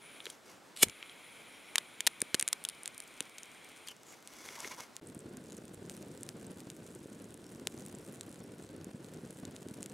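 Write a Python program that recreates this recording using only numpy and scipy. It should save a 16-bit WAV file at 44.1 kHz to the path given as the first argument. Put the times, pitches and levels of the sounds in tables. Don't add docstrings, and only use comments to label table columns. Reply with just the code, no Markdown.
import sys
import numpy as np
from scipy import signal
from scipy.fft import rfft, irfft, next_fast_len
from scipy.io import wavfile

SR = 44100
rng = np.random.default_rng(int(sys.argv[2]) if len(sys.argv) > 2 else 0)


def to_wav(s):
    ch = np.atleast_2d(s).T
    pcm = np.round(np.clip(ch, -1, 1) * 32767)
    wavfile.write(sys.argv[1], SR, pcm.astype(np.int16))


N = 437913
TIME = np.arange(N) / SR

# frequency_hz, level_db
SIZZLE_SPECTRUM = [(1000, -9.5), (3000, -6.5), (4400, -10), (5400, -5), (7000, -4), (8700, -3.5),
                   (10000, -5.5), (11500, -10), (14000, -13), (16000, -18)]
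# frequency_hz, side_db
FIRE_WIDTH = [(60, -25), (200, -24), (380, -18.5), (700, -8.5), (1300, -6), (2400, -8.5), (4400, -10.5),
              (8100, -32), (15000, -16)]


def amp(db):
    return 10 ** (np.asarray(db) / 20)


def unit_rms(x):
    return x / np.sqrt(np.mean(x ** 2) + 1e-20)


def curve_at(points, hz):
    freqs, values = np.transpose(points)
    return np.interp(np.log(hz + 1), np.log(freqs + 1), values)


def add(mix, start_s, sound):
    part = mix[..., max(round(start_s * SR), 0):][..., :sound.shape[-1]]
    part += sound[..., :part.shape[-1]]


def drift(top_hz):
    hz = np.fft.rfftfreq(N, 1 / SR)
    return unit_rms(irfft(rfft(rng.standard_normal(N)) * (hz < top_hz), N))


def swell(start_s, end_s, rise_s, release_s):
    rise = np.clip((TIME - start_s) / rise_s, 0, 1)
    return rise * np.exp(-np.maximum(TIME - end_s, 0) / release_s)


def shaped(x, gain):
    size = next_fast_len(N)
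    return irfft(rfft(x, size) * gain(np.fft.rfftfreq(size, 1 / SR)), size)[..., :N]


def coloured(drive, spectrum):
    return unit_rms(shaped(drive, lambda hz: amp(curve_at(spectrum, hz))))


def resonant_noise(modes):
    def gain(hz):
        powers = (amp(2 * db) / (1 + ((hz - centre) / (0.49 * width)) ** 2) ** 2
                  for centre, width, db in modes)
        return np.sqrt(sum(powers))
    return unit_rms(shaped(rng.standard_normal(N), gain))


def stereo(mid, side, width):
    side = shaped(side, lambda hz: amp(curve_at(width, hz)))
    return np.array([mid + side, mid - side])


def diffuse_noise(spectrum, width):
    return stereo(*coloured(rng.standard_normal((2, N)), spectrum), width)


def at_microphone(x, width, taps=160):
    reflections = rng.standard_normal(taps) * np.exp(-3 * np.arange(taps) / taps)
    return stereo(x, signal.lfilter(reflections / np.linalg.norm(reflections), 1, x), width)


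def scatter(x, wet_db, t60_s):
    t = np.arange(SR // 5) / SR
    tail = rng.standard_normal((2, len(t))) * amp(-60 * t / t60_s) * (1 - np.exp(-t / .001))
    return amp(wet_db) * signal.oaconvolve(x[None], tail / np.linalg.norm(tail[0]), axes=1)[:, :N]


def friction(grit, per_s):
    slips = (rng.random(N) < per_s / SR) * amp(6 * np.minimum(rng.exponential(1, N), 3))
    return unit_rms(rng.standard_normal(N) + grit * unit_rms(slips * rng.standard_normal(N)))


def crack(colour_db, ring_ms, ring=1.4, size=2048):
    t = np.arange(size) / SR
    tail = rng.standard_normal(size) * np.exp(-t * 1000 / ring_ms)
    drive = ring * ring_ms * tail / np.linalg.norm(tail)
    drive[0] += 1
    log_gain = np.log(amp(colour_db(abs(np.fft.fftfreq(size, 1 / SR)))))
    causal = np.exp(np.conj(signal.hilbert(log_gain)))
    sound = np.fft.ifft(np.fft.fft(drive) * causal).real
    return sound / np.linalg.norm(sound)


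def cracks(rows, gain_db, ring, low_db, low_per_db, low_per_body, mid_db, note_db, note_width_hz):
    # frequency_hz, level_db
    snap = [(60, -45.5), (300, -13.5), (900, -9), (1800, 0), (2400, 0), (3700, -1.5), (5300, -5),
            (6800, -0.5), (8800, 0), (10300, -2.5), (12000, -9.5), (14000, -13.5), (16000, -26.5)]
    out = np.zeros(N)
    for start_s, db, body_db, ring_ms, note_hz in rows:
        bass_db = low_db + low_per_db * db + low_per_body * body_db
        tilt = [(1600, bass_db), (3800, body_db + mid_db), (7500, 0)]
        sings_db = note_db * min(ring_ms / 0.5, 1)

        def colour_db(hz):
            note = sings_db / (1 + ((hz - note_hz) / note_width_hz) ** 2)
            return curve_at(snap, hz) + curve_at(tilt, hz) + note
        add(out, start_s, amp(db + gain_db) * crack(colour_db, ring_ms, ring))
    return out


def air_pushes(rows, cycles):
    out = np.zeros(N)
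    t = np.arange(-SR // 20, SR // 20) / SR
    for middle_s, db, hz in rows:
        envelope = np.exp(-(2 * hz * t / cycles) ** 2)
        add(out, middle_s + t[0], amp(db) * np.sin(2 * np.pi * hz * t) * envelope)
    return shaped(out, lambda hz: hz ** 4 / (hz ** 4 + 65 ** 4))


def night_air(level_db=-59.5):
    # frequency_hz, level_db
    spectrum = [(20, -31.5), (60, -14.5), (130, -2.5), (300, 2), (700, -1.5), (1400, -4), (2500, -9.5),
                (4500, -12.5), (8000, -15), (11000, -20), (16000, -28.5)]
    # frequency_hz, side_db
    width = [(60, -5), (700, -6.5), (2400, -10), (8000, -21), (15000, -18.5)]
    return amp(level_db) * diffuse_noise(spectrum, width) * amp(0.91 * drift(7.1))


def lighter(jet_db=-8.5, jet_hz=9800, jet_width_hz=800, sink_hz_per_s=220, sag_db_per_s=1):
    # pitch_hz, width_hz, level_db
    hood_modes = [(1430, 550, -6), (2287, 580, 2.5), (3220, 810, -3), (3944, 550, -8), (7150, 1100, -14.5),
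                  (12100, 1400, -19), (14200, 900, -22)]
    # start_s, end_s, level_db, brightness_db
    burns = [(0.0, 0.21, -58, 4.5), (.835, 3.86, -57, 0)]
    hood = resonant_noise(hood_modes)
    band = unit_rms(shaped(rng.standard_normal(N), lambda hz: 1 / (1 + (hz / jet_width_hz) ** 4)))
    band *= amp(1.5 * drift(18))
    out = np.zeros(N)
    for start_s, end_s, db, bright_db in burns:
        age = np.clip(TIME - start_s, 0, end_s - start_s)
        flow = swell(start_s, end_s, rise_s=0.024, release_s=.04) * amp(db - sag_db_per_s * age)
        turns = np.cumsum(jet_hz - sink_hz_per_s * age) / SR
        jet = band * unit_rms(np.cos(2 * np.pi * turns))
        out += flow * (hood + amp(jet_db + bright_db) * jet)
    return out * amp(0.76 * drift(25))


def stick_knocks():
    # start_s, level_db, body_db, ring_ms, note_hz
    knocks = [(.2039, -23.5, 16, 1.1, 3220), (.2556, -20, 5, 1.4, 4010), (.2668, -19, 16, .9, 3300),
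              (.3, -21, -2.5, 3.9, 3230), (.7641, -26, 2, 2, 2930), (.773, -22, 5, 1.1, 7900),
              (.885, -23.5, 3, .5, 2230), (.8972, -23, 6, 1.6, 7160), (1.0272, -20, 14, 0.75, 3250),
              (1.0958, -27, 12, 1.7, 3260), (3.8734, -23.5, 4, 2.1, 4690), (3.8852, -20, -1, 1.5, 3060),
              (4.4883, -21, 14, 1.1, 2170), (4.6042, -20.5, -7, 1.3, 5700), (4.6462, -19, 21, 1.3, 2050)]
    return cracks(knocks, gain_db=2.0, ring=1.9, low_db=7, low_per_db=0.6, low_per_body=1.5,
                  mid_db=2.0, note_db=11.0, note_width_hz=190)


def hand_rub(skin_db=-2.5, sticks_db=-9.0, scrape_db=-2.5):
    # start_s, end_s, level_db, rise_s, release_s
    strokes = [(0.213, .335, -55.5, .04, .015), (0.434, 0.494, -55, 0.058, 0.035),
               (3.85, 3.913, -55.5, .03, 0.022), (3.96, 4.13, -61, .13, 0.15),
               (4.246, 4.61, -50.5, .19, .015), (4.613, 4.68, -48, .02, 0.018),
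               (4.687, 4.737, -46.5, 0.034, 0.015), (4.765, 4.841, -50, 0.028, .014)]
    # frequency_hz, level_db
    skin_spectrum = [(60, -3), (300, 6), (750, 1.5), (1100, 2), (1500, 2.5), (2150, -2), (2900, -2.5),
                     (4200, -2), (5800, 2), (8500, -5), (11000, -4.5), (16000, -17)]
    # pitch_hz, width_hz, level_db
    stick_modes = [(1010, 66, -2), (2180, 250, -1.5), (2880, 120, -8), (3430, 120, -5), (6050, 860, -10)]
    # middle_s, level_db, pitch_hz, half_length_ms
    scrapes = [(4.10, -62, 7160, 70), (4.135, -60, 2180, 14), (4.559, -53, 2110, 15), (4.58, -52, 1020, 20),
               (4.605, -53, 995, 14), (4.633, -58, 1010, 16), (4.648, -50, 2100, 16),
               (4.678, -50, 6300, 16), (4.72, -54, 2120, 26), (4.723, -52, 1010, 26), (4.793, -52, 990, 32),
               (4.81, -65, 2140, 18)]
    force = sum(amp(db) * swell(start, end, rise, release) for start, end, db, rise, release in strokes)
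    skin = coloured(friction(grit=0.72, per_s=2000), skin_spectrum) * amp(3.0 * drift(59.9))
    sticks = resonant_noise(stick_modes) * amp(2.0 * drift(40.7))
    out = force * (amp(skin_db) * skin + amp(sticks_db) * sticks)
    for middle_s, db, hz, half_ms in scrapes:
        t = np.arange(-half_ms, half_ms, 1000 / SR) / 1000
        rough = signal.lfilter(*signal.iirpeak(hz, 9, SR), rng.standard_normal(SR // 4))[-len(t):]
        add(out, middle_s + t[0], amp(db + scrape_db) * unit_rms(rough * np.hanning(len(t))))
    return shaped(out, lambda hz: hz ** 2 / (hz ** 2 + 70 ** 2))


def log_thuds():
    # middle_s, level_db, pitch_hz
    thuds = [(.2705, -40, 430), (4.655, -39.5, 382)]
    return air_pushes(thuds, cycles=2.1)


def flint_strike(start_s=.76, spark_s=.8315, drag_db_per_s=300.5, bite_db_per_s=2700, stop_db_per_s=2200):
    # frequency_hz, level_db
    flint_spectrum = [(60, -24), (500, -7), (1000, -10), (2300, -6.5), (3500, -6), (6000, -6), (8500, -6),
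                      (10000, -9), (11300, -6), (12500, -18.5), (16000, -20.5)]
    # pitch_hz, width_hz, level_db
    steel_modes = [(2300, 220, -4), (2920, 250, -4.5), (3450, 200, -3.5), (4130, 270, -3.5),
                   (5100, 230, -6.5), (7100, 350, 0), (8060, 220, -1.5), (8200, 200, -2), (8850, 500, -1),
                   (10968, 240, 0.5), (11200, 220, 0), (11650, 200, -5.5), (13650, 300, -10)]
    # frequency_hz, level_db
    flap_spectrum = [(20, -32), (60, -2.5), (100, -1.5), (160, -8.5), (300, -5), (700, -20.5),
                     (2000, -65.5)]
    before, after = np.maximum(spark_s - TIME, 0), np.maximum(TIME - spark_s, 0)
    stop = amp(-stop_db_per_s * np.minimum(after, .2))
    drag = amp(-36 - drag_db_per_s * before) * (TIME > start_s) * stop
    bite = amp(-10.5 - bite_db_per_s * before) * stop
    flint = coloured(friction(grit=0.7, per_s=4500), flint_spectrum)
    rasp = amp(-6) * flint + amp(-2) * resonant_noise(steel_modes)
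    slow_rasp = coloured(rasp, [(1500, 0), (2900, 5), (5500, 0)])
    flap = amp(-52) * coloured(rng.standard_normal(N), flap_spectrum)
    flap *= swell(spark_s, spark_s + 0.055, rise_s=.004, release_s=.015)
    return slow_rasp * drag + rasp * bite + flap


def gas_puffs():
    # middle_s, level_db, pitch_hz
    puffs = [(0.8345, -18.5, 325), (.872, -40, 210), (2.2252, -30, 325), (2.347, -23, 330),
             (2.430, -41, 237), (3.210, -36.5, 327), (5.169, -32.5, 221), (7.059, -33.5, 302),
             (7.6725, -34.5, 555), (7.746, -31.5, 266), (8.027, -40, 205), (8.871, -31.5, 247),
             (8.948, -34, 173), (9.237, -33.5, 260), (9.667, -33, 270), (9.716, -34, 201)]
    return air_pushes(puffs, cycles=0.82)


def cricket(pitch_hz=5570, chirp_s=.09):
    # middle_s, level_db
    chirps = [(1.55, -73), (1.67, -74), (7.47, -72.5), (7.59, -82), (8.44, -76)]
    gate = sum(amp(db) * np.exp(-(2.5 * (TIME - middle_s) / chirp_s) ** 4) for middle_s, db in chirps)
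    turns = np.cumsum(pitch_hz * (1 + 0.0069 * drift(96))) / SR
    return gate * unit_rms(np.sin(2 * np.pi * turns))


def wood_pops():
    # start_s, level_db, body_db, ring_ms, note_hz
    pops = [(1.7569, -0.5, -2.5, 1.36, 3900), (1.7818, -1, 0, 1.6, 3580), (2.0058, -7.5, -4.5, 1.3, 4420),
            (2.0668, 0, 6.5, 2.8, 9200), (2.072, 3.5, -3.5, 2, 3530), (2.205, -21.5, -9, 0.25, 9100),
            (2.2177, -2.5, -1.5, 1.1, 9090), (2.3445, -0.5, 0, 1.2, 3920), (2.3491, -7, 4, 1.2, 9300),
            (2.3961, -6, -9, 0.8, 9300), (2.3993, -7, -1, .3, 9390), (2.4114, -12, -10, .7, 6590),
            (2.4258, -5, 2, 0.88, 9200), (2.4783, -5, -2, 1.3, 10100), (2.4868, -11, -11, .3, 9500),
            (2.5298, -3, 1, 1.13, 9400), (2.64, -19, -16, 0.67, 9950), (2.6505, -8.5, -4.5, 1.8, 3340),
            (2.6883, -10.5, 1, 0.94, 9450), (2.6975, -20.5, 3, 2, 10000), (2.8338, -21.5, -12, .5, 9600),
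            (2.8581, -14.5, -4, 1.3, 9090), (2.8776, -13.5, -8, 0.69, 9170), (2.9795, -21, -9, .6, 9300),
            (3.003, -18.5, -6, 0.4, 9300), (3.2058, -8.5, 4, 1.1, 9100), (3.3829, -21, 4, 2.7, 6440),
            (3.4325, -22.5, 1, 1, 9300), (4.2747, -23.5, -3, 0.092, 8870), (4.966, -19, -4, 0.34, 7190),
            (5.0715, -27.5, -12, 1.2, 8550), (5.148, -27.5, -24, .3, 8570), (5.1914, -28, -22, .5, 8480),
            (5.371, -27, -9, .3, 6900), (5.5219, -28, 2, 1.1, 6850), (5.5683, -29, -12, 0.43, 8350),
            (5.745, -28, -24, .9, 8400), (5.8972, -20.5, -3, 0.11, 7180), (6.2326, -18.5, -13, 0.22, 8100),
            (6.2903, -18.5, -5.5, 0.31, 5500), (6.4676, -28.5, -24, .6, 8480),
            (6.6045, -28.5, -2, .26, 8440), (6.7016, -21.5, 3, .2, 7200), (6.9502, -28, -24, .8, 8950),
            (7.3425, -28, -12, .2, 9560), (7.6719, -8, 3, 0.11, 3270), (7.8633, -25, -8, .4, 8850),
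            (7.9505, -27, -5, .8, 7900), (8.2101, -18.5, 3, 0.79, 7920), (8.8452, -26, -11, .35, 6850),
            (9.3074, -27, -9, 0.46, 10000), (9.4524, -23.5, 3, .6, 7050), (9.5641, -25.5, 1, 0.22, 7200),
            (9.6863, -28.5, -3, .1, 6850), (9.8291, -18, 0, 0.54, 7300), (9.8608, -21.5, -5, .14, 6720),
            (9.8979, -29, -4, .9, 6070)]
    return cracks(pops, gain_db=0.72, ring=1.2, low_db=-0.5, low_per_db=0.3, low_per_body=.3,
                  mid_db=2.4, note_db=8.5, note_width_hz=600)


def twig_ticks(start_s=2.2, per_s=18, tick_db=-37, spread_db=2.0, ring_ms=.77, count=100):
    gaps, sizes = rng.exponential(1, (count, 2)).T
    out = np.zeros(N)
    for tick_s, size in zip(start_s + np.cumsum(gaps) / per_s, np.minimum(sizes, 2.8)):
        tick = crack(lambda hz: curve_at(SIZZLE_SPECTRUM, hz), ring_ms)
        add(out, tick_s, amp(tick_db + spread_db * size) * tick)
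    return out


def lever_squeak(start_s=3.874, end_s=3.924, db=-52, fade_db_per_s=110, pitch_hz=3130, sag_hz_per_s=3000):
    age = np.clip(TIME - start_s, 0, .1)
    turns = np.cumsum((pitch_hz - sag_hz_per_s * age) * (1 + 0.043 * drift(440))) / SR
    envelope = swell(start_s, end_s, rise_s=0.0071, release_s=0.0027) * amp(db - fade_db_per_s * age)
    return unit_rms(np.sin(2 * np.pi * turns)) * envelope * amp(2.9 * drift(300))


def flames(low_db=-50.66, hiss_db=-48, flutter_db=2.77, flutter_hz=60, swell_db=0.8, swell_hz=3.6):
    # frequency_hz, level_db
    spectrum = [(15, -58), (25, -43), (98, -3.5), (181, 1), (354, -1.5), (512, -7.5), (774, -18.5),
                (882, -20), (1300, -25), (1490, -21.5), (1620, -25), (2200, -29), (4500, -33), (5850, -41),
                (9900, -120)]
    rush = diffuse_noise(spectrum, FIRE_WIDTH)
    low = shaped(rush, lambda hz: 1 / (1 + (hz / 850) ** 4))
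    flutter = unit_rms(amp(flutter_db * drift(flutter_hz) + swell_db * drift(swell_hz)))
    return amp(low_db) * low * flutter + amp(hiss_db) * (rush - low) * flutter ** 0.63


def crackle(per_s=380, spread_db=5.5, crackle_db=-2.3, hiss_db=-9.0, pitches=40):
    # time_s, level_db
    boiling = [(5.1, -62.5), (6.15, -59.5), (6.45, -62), (6.85, -59.5), (7.4, -62.5), (7.85, -59),
               (8.8, -64), (9.05, -60.5), (9.9, -60.5)]
    breaks = rng.random(N) < per_s / SR * amp(2.5 * drift(12))
    sizes = amp(spread_db * np.minimum(rng.exponential(1, N), 3.6))
    fibre = rng.integers(0, pitches, N)
    ticks = []
    for centre_hz, ring_ms in zip(np.geomspace(6200, 10800, pitches), rng.uniform(.3, 1.1, pitches)):
        def colour_db(hz):
            return curve_at(SIZZLE_SPECTRUM, hz) + 8 * np.exp(-((hz - centre_hz) / 1500) ** 2)
        ticks.append(crack(colour_db, ring_ms, ring=3.7))
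    out = np.zeros(N)
    for i in np.flatnonzero(breaks):
        add(out, i / SR, sizes[i] * ticks[fibre[i]])
    grains = at_microphone(unit_rms(out), FIRE_WIDTH)
    hiss = diffuse_noise(SIZZLE_SPECTRUM, FIRE_WIDTH)
    boil = amp(np.interp(TIME, *np.transpose(boiling)))
    return boil * (amp(crackle_db) * grains + amp(hiss_db) * hiss)


def scene(lighting_end_s=5.0, blaze_start_s=5.013):
    # frequency_hz, side_db
    near_width = [(100, -48.5), (700, -17.5), (2400, -45), (4400, -24), (8000, -29.5), (15000, -7.5)]
    pops, knocks, strike, puffs = wood_pops(), stick_knocks(), flint_strike(), gas_puffs()
    handling = knocks + lighter() + strike + lever_squeak() + hand_rub() + log_thuds()
    close = at_microphone(handling + puffs + pops + twig_ticks(), near_width)
    close += scatter(pops + knocks, wet_db=-22.5, t60_s=0.022)
    close += scatter(strike, wet_db=-24, t60_s=.11)
    air = night_air()
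    lighting = close * amp([[.4], [-.4]]) + air
    blaze = at_microphone(pops + puffs, near_width) + scatter(pops, wet_db=-21.5, t60_s=0.018)
    blaze += flames() + crackle()
    dip = amp(-22) * air
    return np.where(TIME < lighting_end_s, lighting, np.where(TIME > blaze_start_s, blaze, dip)) + cricket()


def record(dry, headroom=.88, top_hz=15900):
    lowpass = signal.firwin(255, top_hz, window=("kaiser", 8), fs=SR)
    return signal.oaconvolve(np.clip(dry, -headroom, headroom), lowpass[None], "same")


dry = scene()
out = record(dry)
to_wav(out)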